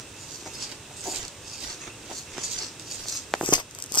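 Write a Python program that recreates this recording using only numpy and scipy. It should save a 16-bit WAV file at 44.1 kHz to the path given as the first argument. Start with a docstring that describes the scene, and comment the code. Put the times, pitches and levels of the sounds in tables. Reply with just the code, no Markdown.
"""Uneven, gritty scraping in a quiet room: a tortoise drags its claws and shell over a wooden floor.
Its claws click on grit, and now and then a foot sticks and slips, making the hollow shell judder.
Scattered knocks ring the boards and bunch up near the end, around two close, crackling scrapes
on the left. Faint room noise, hum and whir lie underneath. An automatic volume control turns
everything down after the loudest sounds, then slowly back up."""
import sys
import numpy as np
from scipy import signal
from scipy.fft import rfft, irfft
from scipy.io import wavfile
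from scipy.ndimage import uniform_filter1d

SR = 44100
rng = np.random.default_rng(int(sys.argv[2]) if len(sys.argv) > 2 else 0)


def waveform_to_disk(signal):
    """Save audio, clipped to [-1, 1], as 16-bit WAV at the path in sys.argv[1]."""
    frames = np.transpose(np.atleast_2d(signal))
    scaled = np.clip(frames, -1, 1) * 32767
    samples = np.round(scaled).astype(np.int16)
    wavfile.write(sys.argv[1], SR, samples)


N = 176400
T, HZ = np.arange(N) / SR, np.fft.rfftfreq(N, 1 / SR)

# How much louder distant sounds are on the left: pitch_hz, left_minus_right_db
FAR_SIDE_BALANCE = [(100, -1), (750, 0), (2000, -1), (3300, -5), (5500, 0), (9000, -7), (12500, 5.5),
                    (15000, 1)]


def amp(db):
    """Turn decibels into a multiplier."""
    return 10 ** (np.asarray(db) / 20)


def unit(x):
    """Scale a signal to an average power of 1."""
    return x / np.sqrt(np.mean(x ** 2) + 1e-20)


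def read(points, hz):
    """Look up a value between the rows of a table, on a musical pitch scale."""
    pitch_hz, value = np.transpose(points)
    return np.interp(np.log(hz + 1), np.log(pitch_hz + 1), value)


def colour(x, tone):
    """Filter a sound to a tone curve; only the curve's shape counts, not its overall level."""
    log_gain = np.log(amp(read(tone, abs(np.fft.fftfreq(4096, 1 / SR)))))
    response = np.exp(np.conj(signal.hilbert(log_gain)))  # rings after a click, never before
    taps = np.fft.ifft(response).real[:2048]
    return signal.oaconvolve(x, taps / np.linalg.norm(taps))[:N]


def drift(rate_hz):
    """A random wobble, mostly slower than rate_hz."""
    return unit(irfft(rfft(rng.standard_normal(N)) / (1 + (HZ / rate_hz) ** 4), N))


def clicks(times_s, levels_db):
    """One sharp spike for each contact."""
    x = np.zeros(N)
    x[np.clip(np.round(times_s * SR).astype(int), 0, N - 1)] = amp(levels_db)
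    return x


def resonate(x, hz, width_hz):
    """Pick out a band of sound around a moving pitch."""
    turn = np.exp(2j * np.pi * np.cumsum(hz) / SR)
    hold = np.exp(-np.pi * width_hz / SR)
    return 2 * (turn * signal.lfilter([1 - hold], [1, -hold], x / turn + 1e-18)).real


def pan(pair, balance, left_lead_s=0):
    """Set how much louder and earlier a sound is on one side."""
    half = amp(read(balance, HZ) / 2) * np.exp(1j * np.pi * HZ * left_lead_s)
    return irfft(rfft(pair) * np.array([half, 1 / half]), N)


def room(x, near_db, near_s, tail_db, tail_s):
    """Add quick echoes from nearby surfaces and a tail that fades 60 dB in tail_s."""
    t = np.arange(SR // 2) / SR
    noise = rng.standard_normal((4, len(t)))
    low = signal.butter(2, 650, fs=SR, output="sos")
    high = signal.butter(2, 650, "high", fs=SR, output="sos")
    scatter = signal.sosfilt(high, noise[:2]) + signal.sosfilt(low, noise[2])  # both sides share the bass
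    near = scatter * np.exp(-t / near_s)
    tail = scatter * amp(-60 * t / tail_s) * (t > .007)
    echo = sum(amp(db) * part / np.linalg.norm(part, axis=1, keepdims=True)
               for db, part in [(near_db, near), (tail_db, tail)])
    reflected = signal.oaconvolve(x[None], echo, axes=1)[:, :N]
    return (x + reflected) / np.sqrt(1 + (echo ** 2).sum() / 2)


def moving_echoes(x, step_s, spots, **echoes):
    """Fade from one set of echoes to the next as the point of contact moves."""
    offsets = (T / step_s - np.arange(spots)[:, None] + 1) % spots - 1
    fades = np.cos(np.pi / 2 * np.minimum(abs(offsets), 1))
    return sum(room(x * fade, **echoes) for fade in fades)


def friction(grains_per_s, spread_db, smooth):
    """Grit catches in grains of uneven size over a smooth rub, under a fluttering pressure."""
    catches = rng.random(N) < grains_per_s / SR
    sizes = amp(spread_db * np.minimum(rng.exponential(1, N), 4.5))
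    grains = unit(catches * sizes * rng.choice([-1, 1], N))
    rub = smooth * rng.standard_normal(N)
    pressure = amp(1.58 * drift(rate_hz=71.6))
    return unit((grains + rub) * pressure)


def scrape(strokes, hiss_tone, fade_shape, **grain):
    """Each stroke over grit swells and fades as a ringing hiss, a low grind and a fine fizz."""
    # Tone of the low grind and of the high fizz: pitch_hz, level_db
    grind_tone = [(60, 0.5), (180, -15), (350, 2.5), (600, -4), (1100, -4), (1700, -6), (2500, -3),
                  (3600, -7.5), (6000, -17), (12000, -60)]
    fizz_tone = [(4000, -36), (8000, -10), (9500, 1.5), (10700, -1.5), (12000, 2.5), (14000, -6.5),
                 (15800, -16)]
    peak_s, rise_s, fall_s, hiss_db, grind_db, fizz_db, pitch_hz = np.transpose(strokes)
    from_peak = np.maximum((peak_s - T[:, None]) / rise_s, (T[:, None] - peak_s) / fall_s)
    # The power is 10 dB down at rise_s before the peak and at fall_s after it.
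    swell = 10 ** -(np.minimum(from_peak, 10) ** fade_shape) + 1e-12
    hiss_gain, grind_gain, fizz_gain = (np.sqrt(swell @ amp(db) ** 2)
                                        for db in (hiss_db, grind_db, fizz_db))
    ring_hz = swell @ (pitch_hz * amp(hiss_db) ** 2) / hiss_gain ** 2  # louder strokes count for more
    grit = friction(**grain)
    hiss = colour(grit, hiss_tone)
    hiss = unit(hiss + amp(3) * resonate(hiss, ring_hz, width_hz=1300))
    grind = colour(friction(**grain), grind_tone)
    fizz = colour(unit(grit + friction(**grain)), fizz_tone)
    return hiss_gain * hiss + grind_gain * grind + fizz_gain * fizz


def shuffle():
    """Feet and shell drag over the floor while claws click on grit."""
    # Foot and shell strokes: peak_s, rise_s, fall_s, hiss_db, grind_db, fizz_db, pitch_hz
    strokes = [(0.005, 0.0073, 0.019, -42, -47, -70, 5900), (0.235, 0.065, 0.032, -42.5, -61, -59, 6600),
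               (0.325, 0.073, 0.11, -39, -64.5, -55, 6150), (0.475, 0.028, 0.0073, -36.5, -43, -64, 6400),
               (0.545, 0.044, 0.035, -43.5, -52, -54, 5900), (0.63, 0.044, 0.03, -29.5, -40.5, -56, 4900),
               (0.722, 0.041, 0.018, -40.5, -41, -55, 5100), (0.985, 0.057, 0.093, -41.5, -58, -58, 8200),
               (1.047, 0.018, 0.022, -31, -43.5, -49, 6100), (1.1, 0.042, 0.056, -31, -53, -47.5, 7240),
               (1.165, 0.043, 0.037, -31, -35.5, -44.5, 7200), (1.235, 0.086, 0.03, -38.5, -41, -58, 5750),
               (1.49, 0.043, 0.038, -37.5, -64, -63, 5300), (1.535, 0.022, 0.047, -36.5, -50, -59, 5240),
               (1.64, 0.041, 0.047, -30.5, -42, -47.5, 5050), (1.715, 0.056, 0.032, -34.5, -38, -56, 6300),
               (1.82, 0.049, 0.067, -44, -48, -70, 6500), (1.878, 0.02, 0.0098, -45, -38.5, -58, 6200),
               (2.125, 0.075, 0.021, -40, -45, -57, 5900), (2.185, 0.056, 0.042, -36.5, -62, -52.5, 6600),
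               (2.388, 0.07, 0.064, -40.5, -39.5, -60, 6360), (2.452, 0.032, 0.027, -26.5, -60, -50, 6640),
               (2.535, 0.037, 0.033, -26, -49, -43, 6400), (2.635, 0.18, 0.049, -33.5, -42.5, -65, 5140),
               (2.805, 0.01, 0.03, -45, -60, -58, 5600), (2.915, 0.054, 0.025, -35.5, -48, -53, 5940),
               (2.952, 0.021, 0.012, -31.5, -48, -49, 7500), (3.0, 0.038, 0.048, -34.5, -43, -48.5, 5270),
               (3.092, 0.027, 0.041, -31, -46.5, -46, 6800), (3.155, 0.048, 0.031, -27, -44, -45.5, 5900)]
    # Tone of the hiss and the clicks: pitch_hz, level_db
    hiss_tone = [(500, -41), (2000, -21), (3000, -14.5), (3700, -4), (4900, 0.5), (5900, -2), (7000, 0.5),
                 (8200, -4), (9200, -15), (10600, -30), (12300, -17), (15500, -50)]
    # Claws hitting grit: start_s, level_db
    claw_hits = [(0.536, -20), (.716, -15), (1.04, -13), (1.097, -15), (1.147, -8), (1.16, -5), (1.171, -8),
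                 (1.251, -10.5), (1.281, -12), (1.482, -20), (1.604, -13), (2.439, -14), (2.797, -12.5),
                 (3.085, -4), (3.239, -24), (3.339, -17), (3.351, -12.5)]
    drags = scrape(strokes, hiss_tone, fade_shape=1.02, grains_per_s=1800, spread_db=4, smooth=.5)
    claws = colour(clicks(*np.transpose(claw_hits)), hiss_tone)
    pair = moving_echoes(drags + claws, step_s=.05, spots=9,
                         near_db=4, near_s=0.0021, tail_db=-1, tail_s=0.21)
    return pan(pair, FAR_SIDE_BALANCE)


def room_noise(hum_hz=100, whir_hz=2647, whir_width_hz=320):
    """A steady soft rush with a faint electrical hum and a thin, flickering whir."""
    # Tone of the quiet room: pitch_hz, level_db
    rush_tone = [(15, -45), (25, -16.5), (113, -0.5), (199, -9.5), (282, -5.5), (509, -9), (783, -15),
                 (896, -12), (1080, -15.5), (1620, -16), (2120, -17), (2630, -17), (3830, -16), (4380, -21),
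                 (5890, -17), (7510, -18), (8590, -18.5), (9830, -29.5), (15500, -38)]
    # How alike left and right are: pitch_hz, likeness (1 = the same)
    side_likeness = [(100, .98), (400, 0.98), (800, 0.67), (2500, 0.74), (5000, 0.23), (15000, 0.085)]
    middle, side, whir_noise = rfft(rng.standard_normal((3, N)))
    likeness = np.clip(read(side_likeness, HZ), 0, 1)
    side = side * np.sqrt((1 - likeness) / (1 + likeness))
    rush = unit(irfft(np.array([middle + side, middle - side]) * amp(read(rush_tone, HZ)), N))
    whir_band = irfft(whir_noise / (1 + ((HZ - whir_hz) / (whir_width_hz / 2)) ** 4), N)
    whir = unit(whir_band * np.exp(.35 * drift(rate_hz=22)))
    hum = unit(np.sin(2 * np.pi * hum_hz * T) * (1 + 0.23 * drift(rate_hz=3.3)))
    return pan(amp(-44.5) * rush + amp(-56.5) * whir + amp(-66) * hum, FAR_SIDE_BALANCE)


def knocks(low_cut_hz=120, smear_hz=1800):
    """Each knock is a short rap, duller for a softer contact, plus the thud of the ringing floor."""
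    # Knocks on the floor: start_s, rap_db, thud_db, brightness_hz
    hits = [(.425, -21, -37, 1200), (0.461, -13.5, -59, 2500), (1.877, -21.5, -33, 3000),
            (2.113, -10, -44, 1500), (2.368, -16, -38, 2000), (2.382, -7, -26, 4500),
            (3.057, -14.5, -56, 4970), (3.3387, 10.5, -30, 3600), (3.4115, 4.5, -19, 1550),
            (3.429, -8, -27, 1100), (3.435, -12, -21, 600), (3.448, -16, -34, 900),
            (3.4887, -25, -16.5, 695), (3.5246, -2.5, -12, 925), (3.5315, 3, -16.5, 1880),
            (3.58, -5.5, -39, 2020), (3.918, -30, -30.5, 800), (3.972, -2, -27, 1510)]
    # Tone of a rap on wood: pitch_hz, level_db
    rap_tone = [(60, -30), (250, 3), (500, 6), (850, 8), (1200, 0), (1700, 3), (2600, -3.5), (3800, -5.5),
                (5500, -5.5), (7000, -1), (15000, -7)]
    # Notes the floor rings at: pitch_hz, level_db, fade_s (time to drop 60 dB)
    floor_notes = [(152, -44, 0.041), (247, -17, .05), (294, -7.5, 0.059), (373, 0, 0.041),
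                   (452, -15, 0.055), (712, -20.5, 0.048)]
    raps = sum(signal.sosfilt(signal.butter(2, hz, fs=SR, output="sos"), clicks(start_s, db) + 1e-18)
               for start_s, db, _, hz in hits)
    smear = signal.butter(2, smear_hz, fs=SR)[1]
    raps = signal.lfilter(smear[::-1], smear, raps)  # the boards delay some pitches more than others
    starts_s, _, thud_db, _ = np.transpose(hits)
    t = T[:SR // 4]
    ring = sum(amp(db - 60 * t / fade_s) * np.sin(2 * np.pi * hz * t) for hz, db, fade_s in floor_notes)
    thuds = signal.oaconvolve(clicks(starts_s, thud_db), ring)[:N]
    low_cut = signal.butter(2, low_cut_hz, "high", fs=SR, output="sos")
    wood = signal.sosfilt(low_cut, colour(raps, rap_tone) + thuds)
    return room(wood, near_db=-12, near_s=0.0023, tail_db=-14, tail_s=0.091)


def judders(slips_per_s=210):
    """A foot sticks and slips in quick, uneven jerks that ring the hollow shell."""
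    # Bursts of slipping: start_s, length_s, level_db
    bursts = [(0.454, 0.033, -39), (.905, 0.011, -44.5), (1.05, 0.052, -32.5), (1.111, 0.041, -39.5),
              (2.094, 0.036, -37.5)]
    # Tone of the hollow shell: pitch_hz, level_db
    shell_tone = [(100, -29.5), (330, -1), (560, -9), (735, 3), (810, -7), (910, -3.5), (1080, -22),
                  (2500, -26.5), (8000, -35)]
    slip_rate = slips_per_s * (1 + .3 * drift(rate_hz=140.6))
    slips = np.diff(np.floor(np.cumsum(slip_rate) / SR), prepend=0)  # one spike per slip
    level = np.zeros(N)
    for start_s, length_s, db in bursts:
        progress = np.clip((T - start_s) / length_s, 0, 1)
        level += amp(db) * np.sqrt(np.maximum(np.sin(np.pi * progress), 0))
    rough_slips = unit(unit(slips) + 0.84 * rng.standard_normal(N))
    shell = colour(level * rough_slips, shell_tone)
    return room(shell, near_db=-3, near_s=0.006, tail_db=-9, tail_s=0.6)


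def close_scrapes():
    """Nearby crackling rubs with little echo reach the left microphone first."""
    # Close strokes: peak_s, rise_s, fall_s, hiss_db, grind_db, fizz_db, pitch_hz
    strokes = [(3.462, 0.056, 0.045, -33.5, -37.5, -43, 7300), (3.51, 0.041, .02, -28, -39, -43.5, 6200),
               (3.538, 0.0065, 0.0051, -11, -13, -21.5, 4820),
               (3.553, 0.0096, 0.023, -19.5, -26.5, -35, 5100), (3.6, .02, 0.015, -33.5, -34, -42.5, 5300),
               (3.79, 0.045, 0.078, -46, -46.5, -55.5, 6700), (3.955, 0.016, 0.015, -30, -36, -43, 5400),
               (3.988, 0.032, 0.057, -22.5, -30.5, -37, 5240)]
    # Single crackles: start_s, level_db
    crackle_hits = [(3.447, -21), (3.461, -1), (3.49, -4.5), (3.538, 8.5), (3.546, -21), (3.711, -16.5),
                    (3.75, -11), (3.788, -11), (3.802, -13), (3.8241, -4), (3.84, -9), (3.862, -14.5),
                    (3.9219, -2), (3.9412, -6), (3.9488, -1), (3.9542, -1.5), (3.9565, 1), (3.975, 3),
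                    (3.9838, -3), (3.9875, 6), (3.9915, 7.5)]
    # Tone of the close hiss and of the crackles: pitch_hz, level_db
    hiss_tone = [(500, -41), (2000, -32), (3600, -49), (4300, -7), (4900, -4), (6500, 2.5), (8600, -4.5),
                 (10000, -25), (12300, -21), (15800, -62)]
    crackle_tone = [(500, -37), (3500, -9), (4800, 0), (6600, 7.5), (8600, 2.5), (10300, -8.5), (12300, -8),
                    (15800, -20)]
    rubs = scrape(strokes, hiss_tone, fade_shape=0.93, grains_per_s=3500, spread_db=1, smooth=0.17)
    crackles = colour(clicks(*np.transpose(crackle_hits)), crackle_tone)
    pair = moving_echoes(rubs + crackles, step_s=.035, spots=5,
                         near_db=0, near_s=0.00098, tail_db=-11, tail_s=0.058)
    # How much louder close sounds are on the left: pitch_hz, left_minus_right_db
    side_balance = [(100, 4.5), (700, 0.5), (2400, 7.5), (4400, 3.5), (8100, -1), (12500, 16.5), (15000, 2)]
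    return pan(pair, side_balance, left_lead_s=0.0002235)


def scene():
    """Add up all the sounds at the left and right microphones."""
    return shuffle() + judders() + knocks() + close_scrapes() + room_noise()


def record(dry, threshold_db=-22, cut_db_per_db=0.29, release_db_per_s=16, attack_s=0.028, top_hz=15750):
    """Turn the volume down after loud sounds and slowly back up, then clip peaks and cut the top treble."""
    power = abs(uniform_filter1d((dry ** 2).mean(0), size=440))
    power_db = 10 * np.log10(power + 1e-12)
    fall_db = T * release_db_per_s
    held_db = np.maximum.accumulate(power_db + fall_db) - fall_db  # jumps to each peak, then sinks
    over_db = np.maximum(held_db - threshold_db, 0)
    hold = np.exp(-1 / (attack_s * SR))
    cut_db = cut_db_per_db * signal.lfilter([1 - hold], [1, -hold], over_db)
    clipped = np.clip(dry / amp(cut_db), -1, 1)
    treble_cut = signal.firwin(511, top_hz, window=("kaiser", 9), fs=SR)
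    return signal.oaconvolve(clipped, treble_cut[None], "same")


dry = scene()
out = record(dry)
waveform_to_disk(out)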